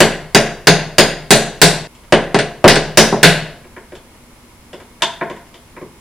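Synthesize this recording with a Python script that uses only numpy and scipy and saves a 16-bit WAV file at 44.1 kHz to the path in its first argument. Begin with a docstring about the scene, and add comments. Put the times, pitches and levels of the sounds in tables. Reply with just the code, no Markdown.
"""Hammer on pliers at a door hinge

A hammer raps steel pliers that grip the cap of a door hinge, close to a small stereo microphone that overloads.
Door, hinge, pin and steel ring as dying sines with a click of contact; a bare room answers with noise tails.
In the quiet the jaws nudge the cap: runs of tiny slips excite the door and jaws. Room tone lies beneath."""
import sys
import numpy as np
from scipy import signal
from scipy.io import wavfile

SR = 44100
rng = np.random.default_rng(int(sys.argv[2]) if len(sys.argv) > 2 else 0)


def wrap_up_sound(samples):
    """Save the sound to the file named by the first command line argument, as 16-bit audio."""
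    columns = np.atleast_2d(samples).T
    # keep every value between -1 and 1, then stretch to whole-number steps
    tamed = np.clip(columns, -1, 1)
    steps = np.round(tamed * 32767).astype(np.int16)
    wavfile.write(sys.argv[1], SR, steps)


def how_loud(loudness_db):
    """Turn decibels into a plain amplitude multiplier (0 dB gives 1, 20 dB gives 10)."""
    steps = np.asarray(loudness_db, float) / 20
    return 10 ** steps


N = 264820  # length in samples


def evened(x):
    """Scales to rms 1."""
    return x / np.sqrt(np.mean(x ** 2) + 1e-20)


def read(points, hz, column=1):
    """Reads a table on a log-frequency axis."""
    table = np.transpose(points)
    return np.interp(np.log(hz + 1), np.log(table[0] + 1), table[column])


def stereo_noise(frames, alike):
    """Random short-time spectra for two microphone ports, alike by frequency."""
    a, b, c, d = rng.standard_normal((frames, len(alike), 4)).T
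    same = np.clip(alike, -1, 1)[:, None]
    left = a + 1j * b
    right = same * left + np.sqrt(1 - same ** 2) * (c + 1j * d)
    return np.array([left, right])


# colour of the room tone and hiss: (frequency [Hz], relative density [dB])
AIR_COLOUR = [(12, -54), (20, -7.5), (54, -3.5), (174, -13), (242, -7), (270, -12.5), (587, -18),
              (713, -21.5), (940, -16), (1640, -24.5), (2160, -22), (3550, -27.5), (10200, -31),
              (15000, -36.5)]
# left-right likeness of the room tone: (frequency [Hz], correlation [-1 to 1])
AIR_ALIKE = [(60, 0.95), (150, 0.95), (380, 0.91), (950, 0.73), (2380, 0.074), (5980, -0.14), (15000, 0.12)]
# faint steady tones: (frequency [Hz], rms level [dB])
WHINE = [(242.2, -57.5), (963.6, -106.5), (2159, -65), (5125, -71), (7671, -74.5), (9469, -73),
         (10218, -65), (10250, -75)]
AIR_DB = -44  # rms of the hiss over both channels


def air():
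    """Room tone and microphone hiss as coloured stereo noise, with a few thin steady sines."""
    hz, t = np.fft.rfftfreq(2048, 1 / SR), np.arange(N) / SR
    spectra = stereo_noise(N // 512 + 5, read(AIR_ALIKE, hz)) * how_loud(read(AIR_COLOUR, hz))[:, None]
    noise = signal.istft(spectra, nperseg=2048, noverlap=1536)[1][:, :N]
    hiss = how_loud(AIR_DB) * evened(noise)
    tones = sum(how_loud(db) * np.sqrt(2) * np.sin(2 * np.pi * (f * t + rng.random())) for f, db in WHINE)
    return hiss + tones


# decay of the room: (frequency [Hz], near t60 [s], far t60 [s])
ROOM_DECAY = [(30, 0.31, 0.79), (153, 0.12, 0.38), (520, 0.23, 0.62), (1930, 0.17, 0.52), (4630, 0.2, 0.5),
              (12200, 0.041, 0.29)]
# left-right likeness of the tail: (frequency [Hz], correlation [0 to 1])
TAIL_ALIKE = [(60, 1), (640, 0.98), (1400, 0.95), (3100, 0.89), (6800, 0.063), (15000, 0.055)]
# stereo balance of the tail: (frequency [Hz], left over right [dB])
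TAIL_BALANCE = [(60, 5.5), (240, 0), (950, 0.5), (3770, 1.5), (15000, 3)]
ROOM_DB, FAR_DB = 8, -11  # left tail over the direct sound before the band limit; far start over near start
HEARD_HZ = (111.6, 11300)  # the door radiates little bass; the microphone port dulls the top


def room():
    """Direct sound, a quick noise tail from the near walls and a slower one from the rest of the house."""
    hz, t = np.fft.rfftfreq(256, 1 / SR), np.arange(SR // 88) * 64 / SR
    near_t60 = read(ROOM_DECAY, hz)[:, None]
    far_t60 = read(ROOM_DECAY, hz, column=2)[:, None]
    decay = np.hypot(how_loud(-60 * t / near_t60), how_loud(FAR_DB - 60 * t / far_t60))
    spectra = stereo_noise(len(t), read(TAIL_ALIKE, hz)) * decay
    spectra *= how_loud(np.array([.5, -.5])[:, None, None] * read(TAIL_BALANCE, hz)[:, None])
    tail = signal.istft(spectra, nperseg=256, noverlap=192)[1]
    tail *= np.minimum(np.arange(tail.shape[1]) / (0.001 * SR), 1)  # the walls swell in over 1 ms
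    tail *= how_loud(ROOM_DB) / np.linalg.norm(tail[0])
    tail[:, 0] = 1  # direct sound
    return signal.sosfilt(signal.butter(3, HEARD_HZ, "bandpass", fs=SR, output="sos"), tail)


def burst(band_hz, t60):
    """Noise in one band that dies quickly."""
    t = np.arange(SR // 4) / SR
    band = signal.butter(2, band_hz, "bandpass", fs=SR, output="sos")
    return evened(signal.sosfilt(band, rng.standard_normal(len(t)))) * how_loud(-60 * t / t60)


UNEVEN_DB = 1.5  # spread of each mode; no two blows land on the same spot


def ring(modes, spot, knock_db=17):
    """Dying sines of one body plus the click of contact, radiated only in the band of that body."""
    hz, db, t60 = np.transpose(modes)[:, :, None]
    t = np.arange(SR // 4) / SR
    envelopes = how_loud(db + UNEVEN_DB * spot[:len(modes), None] - 60 * t / t60)
    sines = envelopes * np.sin(2 * np.pi * hz * t)
    band = signal.butter(4, (0.92 * hz.min(), 1.108 * hz.max()), "bandpass", fs=SR, output="sos")
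    click = signal.sosfilt(band, signal.unit_impulse(len(t)))
    tone = signal.sosfilt(band, sines.sum(0)) / np.linalg.norm(how_loud(db))
    return tone + how_loud(knock_db) * click / np.linalg.norm(click)


# the jaws touch and scrape the cap; the last three levels ride on the force:
# (time [s], force [dB], door knock [dB], jaw clack [dB], jaw ring [dB])
NUDGES = [(1.95, -44, -29, -5, 1), (2.035, -40, -23, -3, -14), (3.642, -55.5, 14.5, 18.5, -34),
          (3.765, -23, -9.5, -5.5, -27), (3.921, -35.5, 2.5, 2, -14), (3.952, -43.5, -11, 7, 5),
          (4.138, -44, -14, -2, -16), (4.731, -23, -8, -7, -14), (4.802, -34, -6, -0.5, -10),
          (5.007, -36, -26, -2, -27), (5.021, -2, -22.5, -8.5, -7), (5.212, -20, -1, 5.5, -44),
          (5.299, -23.5, -0.5, 0, -13.5), (5.364, -25.5, -12.5, -8, -20), (5.465, -38, -28, -15, -11),
          (5.542, -28, -17, -9, -11.5), (5.766, -29, -3, 2, -35), (5.814, -19.5, -8, -15.5, -41)]
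# door modes, also rung by the hammer: (frequency [Hz], relative level [dB], t60 before damping [s])
DOOR = [(130.7, -30, 0.099), (155.2, -9, 0.62), (176.5, 1.5, 0.17), (220.3, -2.5, 0.24), (295, -3, 0.036),
        (358.4, -20.5, 0.69), (430.5, -2.5, 0.13), (465.4, 2, 0.025), (649, 15, 0.01), (698, -6.5, 0.37),
        (804, 6.5, 0.017), (1043, 6.5, 0.0081)]
# lower jaw modes: (frequency [Hz], relative level [dB], t60 before damping [s])
JAW_CLACK = [(684, -10, .12), (969, -10, .05), (1050, -13, .04), (1394, -10, .008), (1642, -6, .01),
             (1850, -6, .01), (2137, -8, .01), (2471, -13, .008)]
# upper jaw modes: (frequency [Hz], relative level [dB], t60 before damping [s])
JAW_RING = [(2860, -12, .01), (3620, -3, .01), (4210, -12, .006), (4657, -11, .006), (5227, -12, .006),
            (6500, -12, .004), (8000, -14, .004)]
# click of contact against the modes, one [dB] each: (low door, high door, jaw clack, jaw ring)
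JAW_KNOCK_DB = (26, 17, 8.9, 13.2)
BOOM_DB, BOOM_PER_DB = -13, 0.06  # low door modes on the knock: dB, and dB per dB of force
DAMPING = 0.14  # dB of ring time lost per dB of force: lightly pressed jaws hardly ring
DRAG_S, HARD_HZ = 0.00025, 12900  # scrape decay and top of the spectrum for a touch of 0 dB
SLIPS_PER_S = 4600
TICK_DB, TICK_HZ, TICK_T60 = -12, (6540, 12950), .02  # dB on the jaw ring, band, s


def nudges():
    """Each touch is a short run of tiny slips; a gentle touch is duller and drags longer."""
    out, spots = np.zeros(N + SR), rng.standard_normal((len(NUDGES), 16))
    t = np.arange(SR // 8) / SR
    bodies = DOOR[:5], DOOR[5:], JAW_CLACK, JAW_RING
    for (s, force_db, knock_db, clack_db, ring_db), spot in zip(NUDGES, spots):
        boom_db = knock_db + BOOM_DB + BOOM_PER_DB * force_db
        shares_db = boom_db, knock_db, clack_db, ring_db
        damping = [1, 1, how_loud(DAMPING * force_db)]  # shortens t60 only
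        sound = sum(how_loud(db) * ring(np.multiply(body, damping), spot, click_db)
                    for db, body, click_db in zip(shares_db, bodies, JAW_KNOCK_DB))
        sound = sound + how_loud(TICK_DB + ring_db) * burst(TICK_HZ, TICK_T60)
        slips = rng.standard_normal(len(t)) * (rng.random(len(t)) < SLIPS_PER_S / SR)
        slips = slips * np.exp(-t / (DRAG_S * how_loud(-.6 * force_db)))
        slips[0] = 4.5  # the first touch
        scraped = signal.fftconvolve(sound, slips / np.linalg.norm(slips))
        top_hz = min(HARD_HZ * how_loud(0.099 * force_db), .4 * SR)
        scraped = signal.lfilter(*signal.butter(2, top_hz, fs=SR), scraped)
        out[round(s * SR):][:len(scraped)] += how_loud(force_db) * scraped
    return out[:N]


# hammer blows: (time [s], door boom [dB], hinge clack [dB], steel ring [dB], pin ping [dB])
BLOWS = [(0.0039, -1.5, -3.5, -7, -22), (0.3475, -2.5, -3.5, -5.5, -11.5), (0.6709, -1, -1.5, -3.5, -12),
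         (0.9827, -1.5, -2.5, -3, -10), (1.3064, -1, -2, 1, -16), (1.616, -0.5, -1, 2.5, -9),
         (2.1234, -2, -6.5, -17, -25.5), (2.3449, -7, -14.5, -20, -34), (2.3887, -18, -14.5, -19.5, -53),
         (2.6417, 6, -9.5, -20.5, -32.5), (2.6785, -9, -1.5, -4, -30), (2.7569, -14, -14, -16.5, -36),
         (2.9729, 1, -0.5, -0.5, -16), (3.1262, -10.5, -44.5, -36, -50), (3.2305, 0, 4, 1, -25)]
# hinge modes: (frequency [Hz], relative level [dB], t60 [s])
HINGE = [(1603, -13.5, 0.01), (1662, 6, 0.017), (1725, -6.5, 0.039), (1795, -4, 0.038), (1986, 3.5, 0.027),
         (2185, 4, 0.016), (2293, 16, 0.0022), (2850, 6.5, 0.008), (3040, 5, 0.015)]
# hinge pin modes: (frequency [Hz], relative level [dB], t60 [s])
PIN = [(3013, -13, 0.017), (2974, -15.5, 0.024), (4525, -13, 0.011), (4690, -4.5, 0.023)]
# steel modes: (frequency [Hz], relative level [dB], t60 [s])
STEEL = [(3910, -14.5, 0.076), (4480, 0.5, 0.0084), (4900, 3, 0.0057), (5950, 0, 0.0068),
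         (6800, -0.5, 0.013), (8790, -5, 0.058)]
CRACK_T60, CRACK_HZ = 0.01, (4700, 12500)  # s; the band of the bare steel-on-steel tick
# the crack follows the steel ring gently on square blows and vanishes fast on glancing ones:
# dB at the bend, steel ring dB of the bend, slopes in dB per dB
CRACK_DB, SQUARE_DB, CRACK_SQUARE, CRACK_GLANCING = -7, -9, 1, 4.7
SWAY_HZ, SWAY_DB, SWAY_T60 = 28.5, -21.5, .8  # the whole door leaf; dB on the boom, s
LOOSE_S, DROP_S, DROP_DB = 1.2, .1215, -24  # until then the jolted pin drops back this long after each blow
PING_NEAR_DB = 18  # the small pin faces the microphone: direct ping over what feeds the room
STANCES = 3  # arm and hammer shade the walls differently from blow to blow


def strikes():
    """Every hammer blow sets hinge, door, pin and steel ringing and cracks; the door leaf also sways."""
    by_stance, direct = np.zeros((STANCES, N + SR)), np.zeros(N + SR)
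    spots = rng.standard_normal((len(BLOWS), 16))
    t = np.arange(SR) / SR
    sway = how_loud(SWAY_DB - 60 * t / SWAY_T60) * np.sin(2 * np.pi * SWAY_HZ * t)
    for k, ((s, door_db, hinge_db, steel_db, pin_db), spot) in enumerate(zip(BLOWS, spots)):
        out, start = by_stance[k % STANCES], round(s * SR)
        slope = CRACK_SQUARE if steel_db > SQUARE_DB else CRACK_GLANCING
        crack = how_loud(CRACK_DB + (steel_db - SQUARE_DB) * slope) * burst(CRACK_HZ, CRACK_T60)
        ping = how_loud(pin_db) * ring(PIN, spot, knock_db=-27.5)
        clack = how_loud(hinge_db) * ring(HINGE, spot) + ping
        boom = how_loud(door_db) * ring(DOOR, spot)
        steel = how_loud(steel_db) * ring(STEEL, spot)
        out[start:][:len(clack)] += clack + boom + steel + crack
        if s < LOOSE_S:
            out[round((s + DROP_S) * SR):][:len(clack)] += how_loud(DROP_DB) * clack
        direct[start:][:len(ping)] += how_loud(PING_NEAR_DB) * ping
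        direct[start:][:SR] += how_loud(door_db) * sway
    return by_stance[:, :N], direct[:N]


STOP_S, RESUME_S = 1.874, 2.12  # the ringing of the first run of blows stops dead; the next run starts


def scene():
    """Contacts through the room, the ping and the sway also straight on, over the room tone."""
    t = np.arange(N) / SR
    contacts, direct = strikes()
    split = round(STOP_S * SR)
    silenced = np.clip((STOP_S - t) / 0.0019, 0, 1)  # fades over the last 1.9 ms
    contacts[0, split:] += nudges()[split:]
    out = direct * np.maximum(silenced, t > RESUME_S) + air()
    for part in contacts:
        walls = room()  # one set of walls per stance
        first_run = signal.fftconvolve(part[None, :split], walls, axes=1)[:, :split]
        out[:, :split] += first_run * silenced[:split]
        out[:, split:] += signal.oaconvolve(part[None, split:], walls, axes=1)[:, :N - split]
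    return out


def low_pass(x):
    """Removes everything above the highest recorded frequency."""
    return signal.sosfilt(signal.butter(12, 15710, fs=SR, output="sos"), x)


KNEE = 7  # higher bends later and more sharply


def record(dry):
    """The overloaded input stage flattens the loud blows at full scale."""
    flat = dry / (1 + abs(dry) ** KNEE) ** (1 / KNEE)
    return low_pass(flat)


dry = scene()
out = record(dry)
wrap_up_sound(out)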